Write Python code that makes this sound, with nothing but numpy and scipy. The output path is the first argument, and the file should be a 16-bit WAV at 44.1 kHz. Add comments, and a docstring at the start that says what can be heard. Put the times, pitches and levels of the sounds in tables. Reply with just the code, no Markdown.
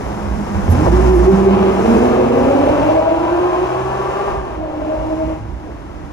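"""Inside a V12 sports car that speeds through a road tunnel.
At first the engine hums over the rumble of the road. It kicks down a gear with thuds and thin squeaks.
Then two banks of six cylinders wail higher and higher; the tunnel smears the rising notes, the exhaust
rasps and the cabin booms with the crankshaft. Near the exit, at about 4.4 s, the engine shifts up and
holds its speed. At about 5.4 s the driver lifts off, leaving mostly tyres and wind."""
import sys
import numpy as np
from scipy import signal
from scipy.fft import rfft, irfft, next_fast_len
from scipy.io import wavfile
from scipy.ndimage import uniform_filter1d, minimum_filter1d

SR = 44100
rng = np.random.default_rng(int(sys.argv[2]) if len(sys.argv) > 2 else 0)


def pcm_store(signal):
    """Save signal as 16-bit PCM."""
    levels = np.round(np.clip(np.atleast_2d(signal), -1, 1) * 32767)
    wavfile.write(sys.argv[1], SR, levels.astype(np.int16).T)


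N = 270200

# Engine speed, as how often one bank fires; it shudders as the tyres fight for grip: time_s, firing_hz
FIRING_RATE = [(0, 104.7), (.62, 105.6), (.69, 105.2), (.74, 120.4), (.8, 151.6), (.92, 173.4),
               (.98, 184.9), (1.04, 178), (1.1, 189.2), (1.17, 174.8), (1.28, 189.9), (1.5, 196.6),
               (2, 238.6), (2.6, 290.9), (3.4, 352.8), (3.8, 380.3), (4.2, 405.9), (4.36, 402.3),
               (4.47, 345.7), (4.56, 313.9), (4.82, 307.2), (5.05, 315.5), (5.3, 317.3), (6.13, 303.8)]
# How hard the engine works, as base levels: time_s, twelve_beat_note_db, rasp_db, intake_db
ENGINE_LOAD = [(0, -40, -32, -45.5), (.3, -31, -34, -47), (.67, -25, -32, -43.5), (.71, -25, -27, -42.5),
               (.9, -17, -25.5, -38), (1.05, -21.5, -24, -39.5), (1.3, -22, -25, -40.5),
               (1.55, -24, -22.5, -45.5), (1.84, -24.5, -24, -41.5), (1.93, -20.5, -20.5, -38.5),
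               (2.2, -20, -24, -45.5), (2.4, -18, -22, -44), (2.92, -20, -21, -45),
               (3.02, -20.5, -25.5, -48.5), (3.35, -24, -23.5, -47.5), (3.85, -26.5, -24.5, -46.5),
               (4.31, -25, -25, -47), (4.42, -30, -31, -52.5), (4.54, -40, -32, -53.5),
               (4.61, -30, -35.5, -58), (4.95, -27.5, -31.5, -53), (5.12, -30, -32.5, -52),
               (5.33, -32, -34, -53), (5.43, -51.5, -41.5, -58), (6.13, -51, -44, -57)]
# Walls ahead send a note back higher, walls behind send it back lower: pitch_ratio, level_db
WALL_SHIFTS = [(1.06, -8), (1, 0), (.965, -1), (.925, -2), (.885, -4), (.84, -10)]
# The tone colour of rushing air: frequency_hz, level_db
AIR_SPECTRUM = [(800, -30), (2000, -2), (3200, -1), (4400, -4.5), (5200, 2), (6500, 0), (8000, -4),
                (9500, -8), (10800, -6), (11800, -14), (12700, -30)]
THIN_ABOVE_HZ = 309  # above this firing rate the twelve-beat note, the roar and the rasp thin out


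def amp(db):
    """Turn decibels into a number to multiply by."""
    return 10 ** (np.asarray(db) / 20)


def unit(x):
    """Scale a signal to an average (rms) level of 1."""
    return x / np.sqrt(np.mean(x ** 2) + 1e-20)


def along(points, hz):
    """Read between (frequency_hz, value) points, with octaves evenly spaced."""
    frequencies, values = np.transpose(points)
    return np.interp(np.log(hz + 1), np.log(frequencies + 1), values)


def curves(rows):
    """Give one value per sample for each column after the time."""
    times, *columns = np.transpose(rows)
    return [np.interp(np.arange(N) / SR, times, column) for column in columns]


def octaves_above(hz):
    """How far the firing rate is above hz; zero below it."""
    return np.maximum(np.log2(curves(FIRING_RATE)[0] / hz), 0)


def octaves_below(hz):
    """How far the firing rate is below hz; zero above it."""
    return np.maximum(np.log2(hz / curves(FIRING_RATE)[0]), 0)


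def hump(middle_s, length_s):
    """One smooth rise from 0 to 1 and back."""
    return np.cos(np.pi * np.clip((np.arange(N) / SR - middle_s) / length_s, -.5, .5))


def wobble(rate_hz):
    """A smooth curve through rate_hz random points a second."""
    points = rng.standard_normal(int(N * rate_hz / SR) + 4)
    smooth = signal.resample_poly(points, 8, 1)
    return np.interp(np.arange(N) * rate_hz / SR * 8, np.arange(len(smooth)), smooth)


def filtered(x, response):
    """Multiply each frequency in x by response(hz)."""
    size = next_fast_len(N + SR // 2)
    return irfft(rfft(x, size) * response(np.fft.rfftfreq(size, 1 / SR)), size)[..., :N]


def coloured(x, spectrum):
    """Give x a tone colour (frequency_hz, level_db), at level 1."""
    return unit(filtered(x, lambda hz: amp(along(spectrum, hz))))


def spread(pair, spectrum=((0, 0),)):
    """Mix two unrelated signals into a left and a right that are partly alike."""
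    # How alike the two sides are: frequency_hz, likeness (1 = the same)
    likeness = [(60, 0.63), (140, 0.3), (220, 1), (640, 0.64), (1100, 0.41), (1500, 0.87), (2500, 0.36),
                (4500, 0.11), (6300, 0.29), (9000, 0.83), (11000, 1), (12200, 1)]

    def response(hz):
        angle = np.arccos(np.clip(along(likeness, hz), -1, 1)) / 2
        return amp(along(spectrum, hz)) * np.array([np.cos(angle), np.sin(angle)])
    mid, side = filtered(pair, response)
    return np.array([mid + side, mid - side])


def rush(spectrum):
    """Stereo noise with a given tone colour, at level 1."""
    return unit(spread(rng.standard_normal((2, N)), spectrum))


def crank_tones(crank, tones, jitter_rad):
    """Slightly unsteady tones (beats_per_turn, level_db) that follow the crankshaft, at level 1."""
    return unit(sum(amp(db) * np.sin(2 * np.pi * beats * crank + jitter_rad * wobble(25))
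                    for beats, db in tones))


def road(rumble_db=-33.5, shudder_db=11, roar_db=20, thin_db_per_octave=38, tyres_db=-39):
    """The body rumbles over bumps, shudders and roars with the intake; tyres and wind hiss steadily."""
    # Tone colours of body rumble, engine roar, and tyres with wind: frequency_hz, level_db
    rumble_spectrum = [(15, -35), (30, -17), (45, -11.5), (60, 0), (90, -11.5), (130, -14.5), (250, -20.5),
                       (600, -88)]
    roar_spectrum = [(50, -13.5), (105, -3), (210, -5.5), (350, -2), (500, -11), (900, -10), (2000, -24),
                     (5000, -50)]
    tyre_spectrum = [(60, -21), (200, -9), (350, 0.5), (500, -43), (900, -17), (1700, -21), (3200, -31),
                     (6000, -42), (12000, -80)]
    # Bumps in the road: start_s, level_db
    bumps = [(0, -26.5), (.24, -18), (.54, -14), (2.02, -34), (2.64, -27), (4.27, -22), (4.55, -27.5),
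             (4.96, -24.5), (5.22, -22.5), (5.44, -29), (5.85, -39), (6, -30)]
    rise_s, fade_s = .018, 1  # a bump falls by 60 dB in fade_s
    effort_db = curves(ENGINE_LOAD)[2] - thin_db_per_octave * octaves_above(THIN_ABOVE_HZ)
    power = amp(rumble_db) ** 2 + amp(effort_db + shudder_db) ** 2
    for start_s, db in bumps:
        age = np.maximum(np.arange(N) / SR - start_s, 0)
        power += (amp(db - 60 * age / fade_s) * (1 - np.exp(-age / rise_s))) ** 2
    rumble = rush(rumble_spectrum) * np.sqrt(power)
    roar = rush(roar_spectrum) * amp(effort_db + roar_db)
    return rumble + roar + rush(tyre_spectrum) * amp(tyres_db)


def wail(crank, echo, both_db=1, bank_echo_db=-5, thin_db_per_octave=22, flutter_db=2):
    """The firing cylinders make two notes: six beats a turn from one bank, twelve from both."""
    # One bank's note opens up after the kick-down and again after the upshift: time_s, level_db
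    bank_levels = [(0, -48), (.6, -44), (.67, -42), (.72, -23), (.86, -19), (1, -21), (1.22, -27),
                   (1.34, -18), (1.42, -19.5), (1.5, -22.5), (1.56, -18.5), (1.65, -20.5), (1.86, -23.5),
                   (1.91, -13.5), (2.02, -20), (2.2, -22), (2.55, -18), (2.92, -19.5), (3.03, -28.5),
                   (3.18, -20.5), (3.5, -25.5), (3.72, -26.5), (3.82, -32), (4.28, -28.5), (4.4, -37.5),
                   (4.5, -32.5), (4.6, -31.5), (4.71, -31.5), (4.79, -23.5), (4.9, -23.5), (5, -34.5),
                   (5.1, -25.5), (5.23, -26), (5.31, -27.5), (5.42, -44.5), (6.13, -41)]
    # The twelve-beat note meets its own echo in and out of step: middle_s, length_s, change_db
    surges = [(0.81, 0.079, 4), (0.866, 0.054, -15), (0.944, 0.055, 10.5), (1.098, .063, 5),
              (1.16, 0.069, 8), (1.212, .04, 0), (1.283, 0.064, 8.5), (1.355, 0.044, -7), (1.47, 0.05, 9),
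              (1.545, .07, -2), (2.83, .1, 4), (2.945, 0.14, 7), (3.103, 0.15, 7), (4.15, 0.24, 5),
              (4.62, 0.067, 5), (4.708, 0.1, -2), (4.81, 0.092, 10.5), (4.97, .12, 6)]
    far_delay_s, exit_s, exit_fade_s = .31, 4.55, .15  # the far echo ends at the tunnel's mouth
    samples = np.arange(N)
    far_share = .55 * np.clip((exit_s - samples / SR) / exit_fade_s, 0, 1)
    twelve_db = curves(ENGINE_LOAD)[0] + both_db - thin_db_per_octave * octaves_above(THIN_ABOVE_HZ)
    surge_db = sum(db * hump(middle_s, length_s) for middle_s, length_s, db in surges)
    notes = [(6, curves(bank_levels)[0], amp(bank_echo_db), 0), (12, twelve_db, 1, surge_db)]
    out = np.zeros((2, N))
    for beats, level_db, smear_share, swell_db in notes:
        flutter = amp(np.maximum(swell_db, 0) + flutter_db * beats / 6 * wobble(35))
        direct = flutter * crank_tones(crank, [(beats, 0)], jitter_rad=.05 * beats)
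        # a far echo brings back an older, lower pitch that throbs against the rising note
        sent = crank_tones(crank, [(beats, 0)], jitter_rad=.33)
        far = np.interp(samples - far_delay_s * SR, samples, sent, left=0)
        # walls rushing past scatter the pitch of the long echo
        shifted = [(beats * ratio, db) for ratio, db in WALL_SHIFTS]
        smear = tunnel(crank_tones(crank, shifted, jitter_rad=1.1))
        note = direct + echo * (far_share * far + smear_share * smear)
        note /= np.sqrt(1 + (smear_share ** 2 + far_share ** 2) * echo ** 2)  # echo adds no loudness
        out += amp(level_db + np.minimum(swell_db, 0)) * note
    return cabin(out)


def tunnel(x):
    """Concrete walls give a long echo, so old, lower notes linger under the rising one."""
    # How long the echo takes to fall by 60 dB: frequency_hz, fade_s
    fade_times = [(100, 1.17), (500, 1.42), (1500, 1.95), (8000, 0.27)]
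    hz, t, noise = signal.stft(rng.standard_normal((2, SR)), SR, nperseg=256)
    fade = amp(-60 * t / along(fade_times, hz)[:, None])
    tail = signal.istft(noise * fade, SR, nperseg=256)[1]
    echo = spread(signal.fftconvolve(x[None], tail, axes=1)[:, :N])
    return unit(echo) * np.std(x)


def cabin(x):
    """The cabin boosts a tone as it passes a pitch at which the space rings."""
    # The ringing pitches, and one dip: pitch_hz, half_width_hz, boost_db
    rings = [(58.95, 4.3, 19), (81.5, 10.6, -7), (106, 6.5, 3.5), (128.6, 3.9, 11.5), (197, 6.1, 8.5),
             (242, 9.2, 6.5), (320, 12, 2.5), (372.5, 27.3, 8), (476, 14, 5), (582, 20, 3), (646, 18, 4.5),
             (792, 32, 6), (1011, 49.6, 2)]
    return filtered(x, lambda hz: amp(sum(db / (1 + ((hz - pitch) / width) ** 4)
                                          for pitch, width, db in rings)))


def rasp(crank, echo, uneven=.11, scatter=.52, bank_bias=.17, rasp_db=3, echo_db=1):
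    """Each firing sends a pulse down the exhaust; cylinders differ in strength and one bank is nearer."""
    # The exhaust pipe's tone colour: frequency_hz, level_db
    pipe_spectrum = [(90, -45), (200, -23), (290, -6.5), (365, -1), (430, -2.5), (560, 2), (750, 2),
                     (1020, -1), (1300, -12.5), (1550, -14), (1900, -21.5), (2600, -15.5), (3600, -26),
                     (8000, -50)]
    thin_db_per_octave = 3
    firings = np.arange(1, int(crank[-1] * 12))
    position = np.interp(firings / 12, crank, np.arange(N))
    cylinders = unit(signal.detrend(rng.standard_normal(12), type="constant"))
    strength = 1 + bank_bias * (-1) ** firings + uneven * np.resize(cylinders, len(firings))
    strength += scatter * rng.standard_normal(len(firings))
    strength -= .97 * strength.mean()  # the even beat is mostly left to the wail
    whole, part = position.astype(int), position % 1  # each pulse is shared between two samples
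    pulses = np.bincount(whole, strength * (1 - part), N + 1)
    pulses += np.bincount(whole + 1, strength * part, N + 1)
    pipe = coloured(pulses[:N] / np.sqrt(np.gradient(crank)), pipe_spectrum)
    pipe = pipe * amp(-thin_db_per_octave * octaves_above(THIN_ABOVE_HZ)) + growl_and_scream(crank)
    echo_share = amp(echo_db) * np.sqrt(echo + .5)  # cabin and road always reflect some
    mixed = (pipe + echo_share * tunnel(pipe)) / np.sqrt(1 + echo_share ** 2)
    return amp(curves(ENGINE_LOAD)[1] + rasp_db) * mixed


def growl_and_scream(crank, growl_db=-1, growl_hz=248, scream_db=-7, scream_hz=340):
    """The pipes growl at middle engine speeds and scream near the top; levels are relative to the rasp."""
    # The growl of unequal cylinders, and the high firing tones: beats_per_turn, level_db
    growl_tones = [(7.5, -9), (8, -6), (8.5, -5), (9, 3), (10.5, -8), (13, -6), (14, -7), (15, -5),
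                   (15.5, -5), (16.5, -7), (17.5, -9)]
    scream_tones = [(14.5, -7), (15, -7), (16, -12), (17, -7), (17.5, -2), (18, 0), (21, -9), (24, -9),
                    (27, -10), (31.5, -18)]
    # both fade, by 31 and 36 dB an octave, away from the firing rates that suit them
    growl_gain = amp(growl_db - 31 * (octaves_above(growl_hz) + octaves_below(growl_hz)))
    scream_gain = amp(scream_db - 36 * octaves_below(scream_hz))
    reflected = [(beats * ratio, db + wall_db)
                 for beats, db in scream_tones for ratio, wall_db in WALL_SHIFTS[1:3]]
    direct = crank_tones(crank, scream_tones, jitter_rad=.75)
    scream = unit(direct + .75 * crank_tones(crank, reflected, jitter_rad=1.3))
    growl = crank_tones(crank, growl_tones, jitter_rad=.45)
    note_db, rasp_db, _ = curves(ENGINE_LOAD)
    throttle = amp(np.minimum(note_db - rasp_db, 0))  # they fade with the firing notes at lift-off
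    return cabin(growl_gain * growl + scream_gain * scream) * throttle


def boom(crank, boom_db=-3, strongest_firing_hz=190, fade_db_per_octave=12):
    """The crankshaft shakes the cabin through the engine mounts, most when pulling hard at low speed."""
    # The deep shaking tones: beats_per_turn, level_db
    shakes = [(2, 0), (3, -6), (4, -16)]
    octaves_away = octaves_above(strongest_firing_hz) + octaves_below(strongest_firing_hz)
    level_db = curves(ENGINE_LOAD)[1] + boom_db - fade_db_per_octave * octaves_away
    return cabin(crank_tones(crank, shakes, jitter_rad=.11) * amp(level_db))


def intake_hiss(crank, gulp_depth=.055, hiss_db=.7):
    """Air rushes into the engine, in gulps at the firing rate."""
    gulps = 1 + gulp_depth * np.cos(2 * np.pi * 6 * crank)
    return unit(rush(AIR_SPECTRUM) * gulps) * amp(curves(ENGINE_LOAD)[2] + hiss_db)


def knocks(all_noise_hz=560):
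    """The gears bite with a thud, the exhaust pops, and the drive slackens at lift-off."""
    # Thuds and pops: start_s, level_db, pitch_hz, rise_s, fade_s (time to fall by 60 dB)
    hits = [(.683, 6, 86, .015, .26), (.685, -3, 260, .003, .1), (.785, -7, 76, .008, .22),
            (.86, 2, 520, .012, .1), (.88, -4, 62, .01, .3), (1.22, -11, 520, .025, .22),
            (4.31, -19, 57, .02, .5), (5.21, -17, 140, .01, .2), (5.4, -18, 105, .01, .4),
            (5.52, -13, 56, .015, .3), (5.66, -23, 400, .015, .3)]
    out = np.zeros(N)
    for start_s, db, hz, rise_s, fade_s in hits:
        age = np.maximum(np.arange(N) / SR - start_s, 0)
        band = [(hz / 4, -30), (hz * .65, 0), (hz * 1.6, -1), (hz * 3, -26), (hz * 10, -80)]
        puff = coloured(rng.standard_normal(N), band)
        noise_share = min(hz / all_noise_hz, 1)  # low thuds ring, high pops are mostly gas
        loudness = amp(db - 60 * age / fade_s) * (1 - np.exp(-age / rise_s))
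        out += loudness * ((1 - noise_share) * np.sin(2 * np.pi * hz * age) + noise_share * puff)
    return out


def squeaks(scrape_db=-4):
    """The drive takes up the load with hoarse, falling squeaks, each with a scrape of noise."""
    # The squeaks: start_s, length_s, level_db, start_hz, end_hz
    slides = [(0.686, 0.06, -35.5, 12100, 10600), (1.122, 0.09, -43, 11300, 10600)]
    # The tones within a squeak: pitch_ratio, level_db
    partials = [(1, 0), (.73, -9), (.55, -9)]
    out = np.zeros((2, N))
    for start_s, length_s, db, start_hz, end_hz in slides:
        progress = np.clip((np.arange(N) / SR - start_s) / length_s, 0, 1)
        phase = 2 * np.pi * np.cumsum(start_hz + (end_hz - start_hz) * progress) / SR
        tone = sum(amp(tone_db) * np.sin(ratio * phase + 1.5 * np.array([wobble(900), wobble(900)]))
                   for ratio, tone_db in partials)
        out += amp(db) * np.sin(np.pi * progress) * (tone + amp(scrape_db) * rush(AIR_SPECTRUM))
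    return out


def flares(crank, chop_depth=.7):
    """Harsh gas noise, chopped at the firing rate, swells just before the throttle eases."""
    # The swells: middle_s, length_s, level_db
    swells = [(2.87, .2, -41), (4.26, .14, -47), (5.28, .26, -47)]
    # Their harsh tone colour: frequency_hz, level_db
    harsh_spectrum = [(1400, -36), (1950, -1), (2300, -3), (2700, -2), (3400, -25), (6000, -55)]
    loudness = sum(amp(db) * hump(middle_s, length_s) for middle_s, length_s, db in swells)
    chop = 1 + chop_depth * np.cos(2 * np.pi * 6 * crank)
    return loudness * unit(rush(harsh_spectrum) * chop)


def limited(x, ceiling=.93):
    """Turn both sides down smoothly around loud peaks."""
    needed_gain = np.minimum(1, ceiling / (np.abs(x).max(axis=0) + 1e-9))
    return x * uniform_filter1d(minimum_filter1d(needed_gain, size=881), size=661)


def scene():
    """The turning crankshaft drives the engine sounds; the road, knocks and squeaks join them."""
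    # How strongly the walls echo: time_s, level_db
    wall_echo = [(0, -11), (.6, -9), (.9, 1), (1.5, 1.5), (2.4, 4), (2.85, 2), (3.05, 0), (3.4, 1),
                 (3.85, 4), (4.35, 4.5), (4.6, 6), (4.85, 1.5), (5, 2), (5.12, -2.5), (5.35, -2),
                 (5.6, 1.5)]
    echo = amp(curves(wall_echo)[0])
    crank = np.cumsum(curves(FIRING_RATE)[0]) / SR / 6  # turns so far; a bank fires six times a turn
    engine = wail(crank, echo) + rasp(crank, echo) + boom(crank) + intake_hiss(crank) + flares(crank)
    return engine + road() + knocks() + squeaks()


def record(dry, top_hz=12700):
    """Left and right differ in level and timing; then peaks are tamed and the highest treble is cut."""
    # How much louder the left side is: frequency_hz, difference_db
    left_louder = [(60, -5), (110, -3.5), (200, -3.5), (360, -2.5), (650, 1.5), (1170, 4), (2120, 2.5),
                   (3840, -1.5), (7000, -1), (12600, 0)]
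    # How far ahead the left side hears the cabin: frequency_hz, phase_rad
    left_ahead = [(100, 0), (400, 1), (520, 1.5), (720, 1.69), (1050, 1.58), (1300, 1), (2100, 0.21),
                  (2900, 4), (4000, 0.84), (4800, -1), (5300, -0.4), (6400, 0.9), (7750, 2.5), (9000, 2.1),
                  (10300, 2.1), (11200, 6.5), (12200, 6.5)]
    halves = np.array([[.5], [-.5]])  # each side takes half of the difference

    def response(hz):
        return amp(along(left_louder, hz)) ** halves * np.exp(1j * along(left_ahead, hz) * halves)
    return filtered(limited(filtered(dry, response)), lambda hz: hz < top_hz)


dry = scene()
out = record(dry)
pcm_store(out)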